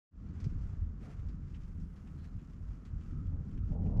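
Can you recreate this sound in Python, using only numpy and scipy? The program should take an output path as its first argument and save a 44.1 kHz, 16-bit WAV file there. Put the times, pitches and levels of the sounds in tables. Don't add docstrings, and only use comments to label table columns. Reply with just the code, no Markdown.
import sys
import numpy as np
from scipy import signal
from scipy.fft import rfft, irfft
from scipy.io import wavfile
from scipy.ndimage import uniform_filter1d

SR = 44100
rng = np.random.default_rng(int(sys.argv[2]) if len(sys.argv) > 2 else 0)


def unload_audio(sound):
    columns = np.transpose(np.atleast_2d(sound))
    steps = np.round(np.clip(columns, -1, 1) * 32767)
    wavfile.write(sys.argv[1], SR, steps.astype(np.int16))


N = 176400

# time in seconds, relative level in dB.
GRASS_LEVELS = [(0.2, -71.5), (0.38, -65), (0.55, -68), (0.9, -70.5), (1.25, -65), (1.55, -70),
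                (1.88, -71.5), (2.05, -69), (2.5, -71), (2.95, -69), (3.15, -71), (3.45, -70), (3.98, -73)]
PEAL_LEVELS = [(3.2, -96.5), (3.33, -66), (3.46, -71), (3.64, -85), (3.69, -69.5), (3.74, -53.5),
               (3.81, -56), (3.9, -52.5), (4.0, -53.5)]
SIZZLE_LEVELS = [(0.2, -104), (0.36, -102), (0.41, -96), (0.6, -105), (0.64, -90), (0.95, -107),
                 (1.04, -88.5), (1.37, -100), (1.57, -90.5), (2.27, -89), (2.29, -93), (2.89, -92.5),
                 (2.94, -103), (3.05, -90), (3.39, -107), (3.49, -89.5), (3.63, -103), (3.66, -94.5),
                 (3.77, -103), (3.96, -101)]
PATTER_LEVELS = [(0.15, -82.5), (0.24, -83), (0.35, -76.5), (0.5, -75.5), (0.56, -77.5), (0.63, -75),
                 (0.75, -77.5), (0.86, -81.5), (0.98, -84), (1.05, -77), (1.22, -78), (1.33, -79.5),
                 (1.4, -82.5), (1.49, -76), (1.64, -74), (1.76, -80.5), (1.83, -77), (1.88, -82),
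                 (1.98, -76), (2.04, -78), (2.22, -77.5), (2.3, -78), (2.37, -79.5), (2.42, -77),
                 (2.47, -77), (2.55, -76.5), (2.6, -83.5), (2.72, -74.5), (2.81, -80.5), (2.93, -81.5),
                 (3.06, -75), (3.2, -79), (3.3, -78.5), (3.36, -89), (3.43, -80), (3.55, -77),
                 (3.615, -84.5), (3.68, -76), (3.735, -75), (3.785, -89.5), (3.83, -78), (3.89, -77),
                 (3.94, -80.5), (3.98, -82)]
# time in seconds, then relative levels of deep and upper bass in dB.
ROLL_LEVELS = [(0.2, -47.5, -56.5), (0.28, -44.5, -46.5), (0.42, -42.5, -52.5), (0.465, -33, -40),
               (0.505, -39.5, -48.5), (0.535, -38.5, -45), (0.58, -35.5, -51), (0.76, -42.5, -52),
               (0.82, -32, -55), (0.92, -42.5, -52), (1.12, -51, -50), (1.18, -42, -57.5),
               (1.24, -36, -52.5), (1.36, -43.5, -48.5), (1.73, -44, -54.5), (1.82, -40, -46),
               (1.95, -50.5, -56), (2.15, -47.5, -49), (2.26, -43, -51.5), (2.3, -51, -56),
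               (2.36, -37, -51.5), (2.42, -54.5, -52.5), (2.7, -38.5, -55.5), (2.76, -47.5, -53),
               (2.86, -52.5, -56), (2.94, -34.5, -50), (3.05, -49, -53.5), (3.15, -34, -45),
               (3.22, -43, -47), (3.29, -34, -49), (3.42, -39.5, -45.5), (3.47, -47.5, -46.5),
               (3.6, -34.5, -47), (3.68, -35.5, -49.5), (3.71, -34, -41), (3.78, -37.5, -43.5),
               (3.85, -30, -36), (3.92, -36.5, -42.5), (3.98, -26.5, -37.5)]

# frequency in Hz, relative strength in dB.
GRASS_TONE = [(250, 6), (450, 5), (700, -2), (950, -3.5), (1300, 1), (1800, -9.5), (2600, -18.5),
              (3900, -24), (5200, -23.5), (7300, -25), (9000, -46), (13000, -48.5)]
DEEP_BASS_TONE = [(12, -24.5), (20, -1.5), (29, 1.5), (42, 5.5), (54, 6), (63, -5), (78, 6), (90, 2),
                  (112, -5), (135, -10), (170, -8)]
UPPER_BASS_TONE = [(65, -12.5), (110, 4), (200, -4.5), (279, -13), (449, -31), (500, -34), (650, -55.5),
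                   (1100, -120)]
PEAL_TONE = [(250, -28.5), (340, -5), (390, -2), (424, 8), (470, 2.5), (590, 4.5), (690, -2.5), (790, 0.5),
             (900, -8.5), (1050, -13), (1300, -21.5), (1800, -44), (3000, -60.5)]
CRACKLE_TONE = [(600, -5), (1000, -2), (1500, 4), (2500, -1.5), (4000, -11.5), (6000, -11), (9000, -19),
                (12500, -33), (14500, -40)]
PANEL_TONE = [(300, -6.5), (430, 5.5), (560, -0.5), (700, 0.5), (950, -11.5), (1400, -6.5)]
SIZZLE_TONE = [(6500, -6), (8300, -0.5), (10200, -3), (11300, -6.5), (12300, -1), (13400, -10)]
PATTER_TONE = [(250, -15.5), (600, -5.5), (1300, -0.5), (2000, -3.5), (3000, -8.5), (4000, -14),
               (5200, -10.5), (7300, -14), (8800, -31), (11000, -40.5), (13500, -42.5)]
SPLAT_TONE = [(400, -17), (800, -9.5), (1400, 3.5), (2800, -2), (4000, -10.5), (5300, -9.5), (7300, -9),
              (9500, -23), (12500, -31), (14000, -45.5)]

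# start in seconds, level in dB, pitch in Hz, decay in seconds.
HEAVY_SHOCKS = [(0.4657, -27, 114, 0.0054), (3.705, -27, 117, 0.0089), (3.854, -28, 139, 0.01)]
# start and length in seconds, pitch in Hz, level in dB.
HOLLOW_SWELLS = [(2.147, 0.17, 4180, -82.5), (2.93, 0.49, 1287, -73.5), (3.54, 0.23, 1300, -75)]
# start and length in seconds, relative crackle and panel levels in dB.
FABRIC_RUSTLES = [(0.163, 0.17, -80, -72), (0.322, 0.17, -73, -72.5), (0.58, 0.24, -79, -72),
                  (0.996, 0.083, -68, -67), (1.033, 0.088, -74.5, -60.5), (1.083, 0.074, -67, -70),
                  (2.147, 0.14, -81, -81), (2.228, 0.043, -70.5, -78), (3.72, .04, -85, -84)]
# start in seconds, relative level in dB, the fabric's pitch in Hz,
# the spray's decay in seconds, then the tick and the ring in dB compared with the spray.
FAT_DROPS = [(0.288, -81, 5000, 0.0089, -1, -2), (0.4011, -69, 5200, 0.028, 10, -4.5),
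             (0.442, -65.5, 5240, 0.012, 4.5, 0.5), (0.497, -75, 5200, .012, -3, -6),
             (0.611, -78, 5500, 0.019, 0, -5), (1.193, -74, 2380, 0.015, -8, -2),
             (1.286, -71.5, 4770, 0.021, 1, -8), (1.5435, -72, 2730, 0.017, -10, 2.5),
             (1.799, -77, 6200, 0.027, -2, -4), (1.963, -75, 4400, 0.021, -1, -7.5),
             (2.072, -71.5, 2480, 0.014, 1, -5), (2.187, -73, 3260, 0.009, -3, -6),
             (2.241, -76.5, 4100, 0.026, -7, -4), (2.383, -79.5, 2800, 0.028, -17, -6),
             (2.505, -81, 2980, 0.016, -1, -9), (2.622, -83, 5660, 0.015, -5, 3),
             (2.731, -81, 4850, 0.013, -3, -6), (2.851, -68, 4230, 0.025, -8, -10.5),
             (3.009, -75, 2900, 0.024, -7, -5), (3.071, -81, 6000, .01, -5, -2),
             (3.11, -73.5, 2600, .008, 2, -8), (3.2705, -76, 3000, 0.0088, 9.5, -9),
             (3.511, -76, 2700, 0.0083, 0, -4), (3.576, -74, 2870, 0.009, -4, -2.5),
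             (3.863, -74.5, 2380, 0.013, -2, -6), (3.9704, -71.5, 5230, 0.009, -4.5, -4)]


def undb(db):
    return 10 ** (np.asarray(db) / 20)


def unit(x):
    return x / np.sqrt(np.mean(x ** 2) + 1e-30)


def curve(rows, column=1):
    rows = np.array(rows)
    return undb(np.interp(np.arange(N) / SR, rows[:, 0], rows[:, column]))


def colour(x, tone):
    hz, db = np.array(sorted(tone)).T
    log_hz = np.log(np.maximum(np.fft.rfftfreq(2 * N, 1 / SR), 1))
    beyond = np.maximum(np.log(hz[0]) - log_hz, 0) + np.maximum(log_hz - np.log(hz[-1]), 0)
    gain_db = np.interp(log_hz, np.log(hz), db) - 70 * beyond
    gain = unit(undb(np.maximum(gain_db, -110)))
    cepstrum = irfft(np.log(gain))
    cepstrum[1:N] *= 2
    cepstrum[N + 1:] = 0
    return irfft(rfft(x, 2 * N) * np.exp(rfft(cepstrum)))[:N]


def keep_side(x, hz, side, order=4):
    return signal.sosfilt(signal.butter(order, hz, side, fs=SR, output="sos"), x)


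def wander(per_s):
    step = int(SR / per_s)
    path = np.interp(np.arange(N) / step, np.arange(256), rng.standard_normal(256))
    return unit(uniform_filter1d(path, step))


def impacts(per_s, spread_db):
    sizes = undb(spread_db * np.minimum(rng.exponential(size=N), 5))
    hits = rng.random(N) < per_s / SR
    return unit(hits * sizes * rng.choice([-1, 1], N))


def steady(x, window_s=0.07):
    window = int(window_s * SR)
    power = uniform_filter1d(uniform_filter1d(x ** 2, window), window // 2)
    return x / np.sqrt(power + 1e-6)


def swell(start, length):
    return np.sin(np.pi * np.clip((np.arange(N) / SR - start) / length, 0, 1))


def rain_on_grass(waver_db=1):
    hush = colour(rng.standard_normal(N), GRASS_TONE)
    return hush * curve(GRASS_LEVELS) * undb(waver_db * wander(per_s=4.87))


def thunder(shocks_per_s=400, spread_db=1, split_hz=138.4):
    deep = colour(impacts(shocks_per_s, spread_db), DEEP_BASS_TONE)
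    deep = steady(keep_side(deep, split_hz, "low", order=6)) * curve(ROLL_LEVELS)
    upper = colour(impacts(shocks_per_s, spread_db), UPPER_BASS_TONE)
    upper = steady(keep_side(upper, split_hz, "high", order=6)) * curve(ROLL_LEVELS, column=2)
    peal = colour(impacts(2 * shocks_per_s, spread_db), PEAL_TONE)
    return deep * undb(0.5) + upper * undb(1) + steady(peal) * curve(PEAL_LEVELS)


def thunder_thumps(rise_s=0.0011):
    t, thumps = np.arange(N) / SR, 0
    for start, db, hz, decay_s in HEAVY_SHOCKS:
        age = np.clip(t - start, 0, 1)
        swing = (1 - np.exp(-age / rise_s)) * np.exp(-age / decay_s) * np.sin(2 * np.pi * hz * age)
        thumps += undb(db) * swing / np.abs(swing).max()
    return keep_side(thumps, 320, "low")


def hollow_hiss(sharpness=9):
    noise, hiss = rng.standard_normal(N), 0
    for start, length, hz, db in HOLLOW_SWELLS:
        peak = signal.iirpeak(hz, sharpness, fs=SR)
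        narrow_noise = signal.lfilter(*peak, signal.lfilter(*peak, noise))
        hiss += undb(db) * swell(start, length) * unit(narrow_noise)
    return hiss


def fabric_rustles():
    crackle_level, panel_level = 0, 0
    for start, length, crackle_db, panel_db in FABRIC_RUSTLES:
        crackle_level += undb(crackle_db) * swell(start, length)
        panel_level += undb(panel_db) * swell(start, length)
    crackle = colour(impacts(per_s=3000, spread_db=1.9) * crackle_level, CRACKLE_TONE)
    panel = colour(rng.standard_normal(N) * panel_level, PANEL_TONE)
    return (crackle + panel) * undb(-1)


def droplet_sizzle():
    droplets = impacts(per_s=3500, spread_db=2.1)
    return colour(droplets, SIZZLE_TONE) * curve(SIZZLE_LEVELS) * undb(-1)


def fine_drop_patter(tail_s=0.0047, spray_gain=0.11, waver_db=0.16):
    ticks = impacts(per_s=900, spread_db=1.5)
    tail_power = signal.lfilter([1], [1, -np.exp(-2 / (tail_s * SR))], ticks ** 2)
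    spray = np.sqrt(tail_power) * rng.standard_normal(N)
    patter = steady(unit(colour(ticks + spray_gain * spray, PATTER_TONE)))
    return patter * curve(PATTER_LEVELS) * undb(1 + waver_db * wander(per_s=29))


def fat_drop_splats(rise_s=0.0004, tick_s=0.0008, sharpness=3.2, boost_db=2.5):
    t, bursts, rings = np.arange(N) / SR, 0, 0
    droplets, crack = impacts(per_s=8000, spread_db=1), rng.standard_normal(N)
    for start, db, hz, decay_s, tick_db, ring_db in FAT_DROPS:
        age = np.clip(t - start, 0, 1)
        spray = (1 - np.exp(-age / rise_s)) * np.exp(-age / decay_s) * droplets
        tick = (age > 0) * np.exp(-np.minimum(age / tick_s, 20)) * undb(tick_db) * crack
        burst = undb(db + boost_db) * (spray + tick)
        bursts += burst
        ring = signal.lfilter(*signal.iirpeak(hz, sharpness, fs=SR), burst)
        make_up = np.sqrt(SR * sharpness / (np.pi * hz))
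        rings += undb(ring_db) * ring * make_up
    return colour(bursts, SPLAT_TONE) + keep_side(rings, 6900, "low")


def scene():
    outside = thunder() + thunder_thumps() + rain_on_grass()
    tent = fine_drop_patter() + droplet_sizzle() + fat_drop_splats() + fabric_rustles()
    return (outside + tent + hollow_hiss())[None]


def record(dry):
    silence_s, fade_s, top_hz = 0.11, 0.084, 13400
    fade = np.clip((np.arange(N) / SR - silence_s) / fade_s, 0, 1)
    return signal.sosfilt(signal.ellip(8, .2, 70, top_hz, fs=SR, output="sos"), dry * fade)


dry = scene()
out = record(dry)
unload_audio(out)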